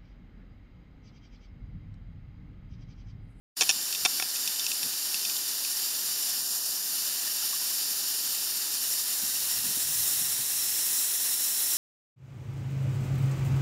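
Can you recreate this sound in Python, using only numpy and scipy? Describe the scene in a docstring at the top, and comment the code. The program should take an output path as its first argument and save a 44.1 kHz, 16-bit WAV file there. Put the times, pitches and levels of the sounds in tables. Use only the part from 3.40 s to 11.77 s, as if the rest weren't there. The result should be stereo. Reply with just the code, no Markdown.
"""Split pipe beside a path

A thin jet of water hisses from a split pipe in a flooded hole, tearing into mist. The hand-held
microphone rumbles, creaks and ticks as its casing slips in the grip. A few drops plop into the puddle,
each ringing a bubble. The microphone is then carried round the hole: the wall reflections that colour
the hiss slide, the treble rises and the hand adds soft bumps."""
import sys
import numpy as np
from scipy import signal
from scipy.fft import rfft, irfft
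from scipy.io import wavfile

SR = 44100
rng = np.random.default_rng(int(sys.argv[2]) if len(sys.argv) > 2 else 0)


def inscribe(sig):
    """Save sig as 16-bit PCM at rate SR to the path in sys.argv[1].

    A 1-D sig is mono; a 2-D sig holds one channel per row.
    Samples are clipped to [-1, 1] before scaling.
    """
    pcm = np.round(np.clip(np.atleast_2d(sig).T, -1, 1) * 32767)
    wavfile.write(sys.argv[1], SR, pcm.astype(np.int16))


N = 369116
TIME = np.arange(N) / SR
BIN_HZ = np.arange(N // 2 + 1) * SR / N


def from_db(db):
    """Decibels to gain."""
    return 10 ** (np.asarray(db) / 20)


def unit_rms(x):
    """Scale to an rms of 1."""
    return x / np.sqrt(np.mean(x ** 2) + 1e-20)


def spectrum_db(points, hz):
    """Interpolate (Hz, dB) points on a log-frequency axis."""
    point_hz, db = np.transpose(points)
    return np.interp(np.log(hz + 1), np.log(point_hz), db)


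def bell(x, centre, width):
    """Gaussian hump of height 1."""
    return np.exp(-.5 * ((x - centre) / width) ** 2)


def drift(rate_hz):
    """Unit-rms noise, low-passed at rate_hz."""
    return unit_rms(irfft(rfft(rng.standard_normal(N)) / (1 + (BIN_HZ / rate_hz) ** 2), N))


def resonate(x, hz, width_hz):
    """Two-pole resonance, peak gain 1."""
    radius = np.exp(-np.pi * width_hz / SR)
    zeros = np.array([1, 0, -1]) * (1 - radius ** 2) / 2
    poles = [1, -2 * radius * np.cos(2 * np.pi * hz / SR), radius ** 2]
    return signal.lfilter(zeros, poles, x + 1e-18)


def add(out, start_s, sound):
    """Mix a short sound in at start_s."""
    i = max(round(start_s * SR), 0)
    out[i:i + len(sound)] += sound[:N - i]


def mist(spurts_per_s=260, spurt_s=0.0038, spurt_share=0.089, flutter_db=0.61):
    """Water tears into mist: white hiss plus tiny spurts that start sharply and die away."""
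    onsets = (rng.random(N) < spurts_per_s / SR) * rng.exponential(1, N)
    spurts = signal.lfilter([1], [1, -np.exp(-1 / (spurt_s * SR))], onsets + 1e-18)
    power = 1 - spurt_share + spurt_share * spurts / spurts.mean()
    return unit_rms(rng.standard_normal(N) * np.sqrt(power) * from_db(flutter_db * drift(rate_hz=19)))


# Peaks and notches from the walls of the hole. Each row: centre in Hz, width in Hz, gain in dB,
# slide over the swing in Hz, gain change over the swing in dB.
WALL_REFLECTIONS = [(1846, 209, 3.1, 49, .6), (2095, 129, -6, 168, 3.3), (2896, 198, 5.2, -221, -2.1),
                    (3314, 64, -6.8, 36, 6.5), (3581, 95, 2.7, 410, .3), (4760, 330, 3.8, -90, -9.5),
                    (5110, 100, -2.8, -150, -2.5), (5470, 227, 3.8, -40, -.3), (6354, 161, -3.4, -51, 0),
                    (7387, 341, 5.7, 245, -2), (7924, 405, -8.9, -58, 5.9), (9763, 321, 5.3, -428, -3.2),
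                    (10795, 518, -1, 150, 4.6), (11794, 298, 4, 339, -8.2), (13005, 432, 3.7, 633, -2.9)]


def reflections_db(hz, t, swing_mid_s=6.1, swing_ease_s=0.48, waver_db=0.85):
    """Reflections slide as the microphone swings round the hole; each wavers with the wobbling jet."""
    swing = (1 + np.tanh((t - swing_mid_s) / (2 * swing_ease_s))) / 2   # 0 beside the jet, 1 behind it
    db = 0
    for centre_hz, width_hz, gain_db, slide_hz, change_db in WALL_REFLECTIONS:
        wobble = np.interp(t, TIME, drift(rate_hz=8.8))
        height_db = gain_db + change_db * swing + waver_db * wobble
        db = db + height_db * bell(hz, centre_hz + slide_hz * swing, width_hz)
    return db


# Brightness of the hiss. Each row: time in seconds, relative treble level in dB.
TREBLE_CURVE = [(0.35, -36.5), (0.39, -35.5), (2.14, -34.5), (2.34, -33.5), (3.83, -33.5), (4.25, -32.5),
                (5.37, -33), (5.46, -31), (6.37, -31), (6.61, -28), (6.99, -31), (7.21, -29), (8.3, -28.5)]


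def facing_db(hz, t, mean_lift_db=3.5, depth=1.14, reference_hz=14000, exponent=1.08):
    """The treble rises as the microphone comes to face the jet."""
    treble_db = np.interp(t, *np.transpose(TREBLE_CURVE))
    lift_db = mean_lift_db + depth * (treble_db - treble_db.mean())
    return lift_db * (hz / reference_hz) ** exponent


# Base spectrum of the jet. Each row: frequency in Hz, density in dB per Hz.
JET_SPECTRUM = [(30, -104), (65, -112), (110, -94.5), (170, -85.5), (300, -82.5), (550, -86.5), (800, -83),
                (1050, -83.5), (1500, -82), (2600, -81.5), (5000, -71), (8000, -73), (12000, -75.5),
                (14500, -76), (15500, -80)]
# Brief hollows in the hiss. Each row: start and end in seconds, centre and width in Hz, gain in dB.
HISS_DIPS = [(2.99, 3.555, 3230, 990, -3), (2.994, 3.3, 2170, 70, -21)]


def jet(dip_edge_s=0.034):
    """The hiss of the mist, coloured by the hole and by where the microphone is."""
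    frames = dict(nperseg=2048, noverlap=1536)
    hz, t, hiss = signal.stft(mist() * np.sqrt(SR / 2), SR, **frames)   # 0 dB per Hz
    hz = hz[:, None]
    db = spectrum_db(JET_SPECTRUM, hz) + facing_db(hz, t) + reflections_db(hz, t)
    for start_s, end_s, centre_hz, width_hz, dip_db in HISS_DIPS:
        inside = np.clip(np.minimum(t - start_s, end_s - t) / dip_edge_s + .5, 0, 1)
        db += dip_db * inside * bell(hz, centre_hz, width_hz)
    _, coloured = signal.istft(hiss * from_db(db), SR, **frames)
    return coloured[:N]


# Handling noise spectrum. Each row: frequency in Hz, relative level in dB.
RUMBLE_SPECTRUM = [(20, 5), (55, -9), (95, 9), (140, 9.5), (260, -7), (400, -27), (900, -45)]


def hand_rumble(rest_db=-78, grip_db=-62, settle_db_per_s=22, carry_db=-55.5, carry_s=6.62, lumps_db=3.5):
    """Lumpy rumble that fades as the grip settles and swells as the microphone is carried."""
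    settling = from_db(grip_db - settle_db_per_s * TIME)
    carrying = from_db(carry_db) * bell(TIME, carry_s, width=0.41)
    colour = from_db(spectrum_db(RUMBLE_SPECTRUM, BIN_HZ))
    rumble = unit_rms(irfft(rfft(rng.standard_normal(N)) * colour, N))
    return rumble * (from_db(rest_db) + settling + carrying) * from_db(lumps_db * drift(rate_hz=12))


# Creaks of the grip. Each row: start and length in seconds, relative level in dB, body knock gain in dB.
GRIP_CREAKS = [(0.2094, 0.017, -19, 1), (.233, 0.0024, -23, -2), (0.2922, .0115, -17.5, -2),
               (.3105, 0.0026, -20.5, -8), (0.6502, 0.0114, -19, 3.5), (.7984, 0.002, -24.5, 9),
               (0.8238, 0.0024, -23, 6)]


def creaks(slips_per_s=4000, snap=2.2, gain_db=8):
    """Runs of tiny slips in the grip. Returns the forces on the casing's shell and body."""
    shell, body = np.zeros((2, N))
    for start_s, length_s, db, knock_db in GRIP_CREAKS:
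        n = max(round(length_s * SR), 2)
        strengths = 2 * rng.random(SR)[:n] - 1
        slips = strengths * (rng.random(SR)[:n] < slips_per_s / SR)
        slips[0] = snap   # the grip lets go at once, then stutters
        slips = unit_rms(slips) * from_db(db + gain_db)
        add(shell, start_s, slips)
        add(body, start_s, slips * from_db(knock_db))
    return shell, body


# Clear ticks of the casing. Each row: start in seconds, relative peak in dB.
CLEAR_TICKS = [(0.5264, -11), (0.549, -9), (0.9589, -13), (1.076, -6.5), (1.1953, -9), (1.265, -6),
               (1.3166, -8), (1.43, -10.5), (1.744, -7.5), (1.8509, -9.5), (1.897, -11.5), (2.249, -11)]


def ticks(faint_count=7, faint_range_db=(-19, -13), gain_db=9.5, grit_db=-19, grit_s=0.0034):
    """Force of single slips with gritty tails; faint ones fall at random among the clear ones."""
    first_s, last_s = CLEAR_TICKS[0][0], CLEAR_TICKS[-1][0]
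    faint = [(rng.uniform(first_s, last_s), rng.uniform(*faint_range_db)) for _ in range(faint_count)]
    force, age = np.zeros(N), TIME[:SR // 100]
    for start_s, db in list(CLEAR_TICKS) + faint:
        slip = from_db(grit_db) * rng.standard_normal(len(age)) * np.exp(-age / grit_s)
        slip[0] = 1
        add(force, start_s, slip * from_db(db + gain_db))
    return force


# Modes of the microphone casing. Each row: frequency in Hz, width in Hz, gain in dB.
CASING_MODES = [(150, 380, -20), (377, 140, -9), (747, 60, -2.5), (1115, 71, -8), (1370, 54, -7.5),
                (1806, 140, -7), (2286, 80, 0), (2616, 200, 2), (3170, 105, 0.5), (3590, 62, 8.5),
                (4200, 82, -11), (4200, 570, -6.5), (5560, 220, 5.5), (6300, 140, 0.5), (6970, 230, 0),
                (9340, 330, -4)]


def casing(body_below_hz=2400, tick_knock_db=-18, crack_db=-12, crack_hz=6000):
    """Slips ring the low body modes and high shell modes; each tick also makes a broad crack."""
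    creak_shell, creak_body = creaks()
    tick_force = ticks()
    shell = creak_shell + tick_force
    body = creak_body + tick_force * from_db(tick_knock_db)
    out = from_db(crack_db) * resonate(tick_force, crack_hz, width_hz=crack_hz)
    for k, (hz, width_hz, db) in enumerate(CASING_MODES):
        force = body if hz < body_below_hz else shell
        out += (-1) ** k * from_db(db) * resonate(force, hz, width_hz)
    return out


# Bumps of the hand. Each row: start in seconds, length in seconds, mid-bump level in dB.
HAND_BUMPS = [(1.42, 0.064, -49), (5.817, 0.034, -44.5), (6.215, 0.1, -49), (6.295, 0.034, -49),
              (6.36, .025, -46), (6.807, .025, -47), (6.97, 0.07, -53.5)]


def hand_bumps(hz=175, width_hz=170):
    """The soft hand excites only one broad, low resonance."""
    out, dull = np.zeros(N), rng.standard_normal(N)
    for _ in range(2):
        dull = resonate(dull, hz, width_hz)
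    for start_s, length_s, db in HAND_BUMPS:
        n = round(length_s * SR)
        bump = unit_rms(dull[round(start_s * SR):][:n])
        add(out, start_s, from_db(db) * bump * np.sqrt(np.hanning(n)))
    return out


# Drops hitting the puddle. Each row: start in seconds, initial pitch in Hz, peak in dB.
DROPS = [(3.865, 1050, -51), (3.875, 1760, -34), (4.025, 1370, -38), (4.035, 845, -44),
         (4.131, 1090, -37.5), (4.215, 950, -44), (4.31, 1050, -43)]


def plops(decay_db_per_cycle=1, chirp_per_s=2.7):
    """Each drop traps a bubble that rings briefly and rises in pitch."""
    out, age = np.zeros(N), TIME[:SR // 10]
    for start_s, hz, db in DROPS:
        envelope = from_db(db - decay_db_per_cycle * hz * age)
        phase = 2 * np.pi * hz * age * (1 + chirp_per_s * age)
        add(out, start_s, envelope * np.sin(phase))
    return out


def scene():
    """One microphone, the same in both channels."""
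    mono = jet() + casing() + plops() + hand_rumble() + hand_bumps()
    return np.array([mono, mono])


def record(dry, open_s=0.17, fade_db_per_s=4000, cutoff_hz=15650):
    """The input opens after a moment of silence; the top is cut steeply."""
    fade_in = from_db(np.clip((TIME - open_s) * fade_db_per_s, -90, 0))
    lowpass = signal.ellip(12, .1, 80, cutoff_hz, fs=SR, output="sos")
    return signal.sosfilt(lowpass, dry * fade_in)


dry = scene()
out = record(dry)
inscribe(out)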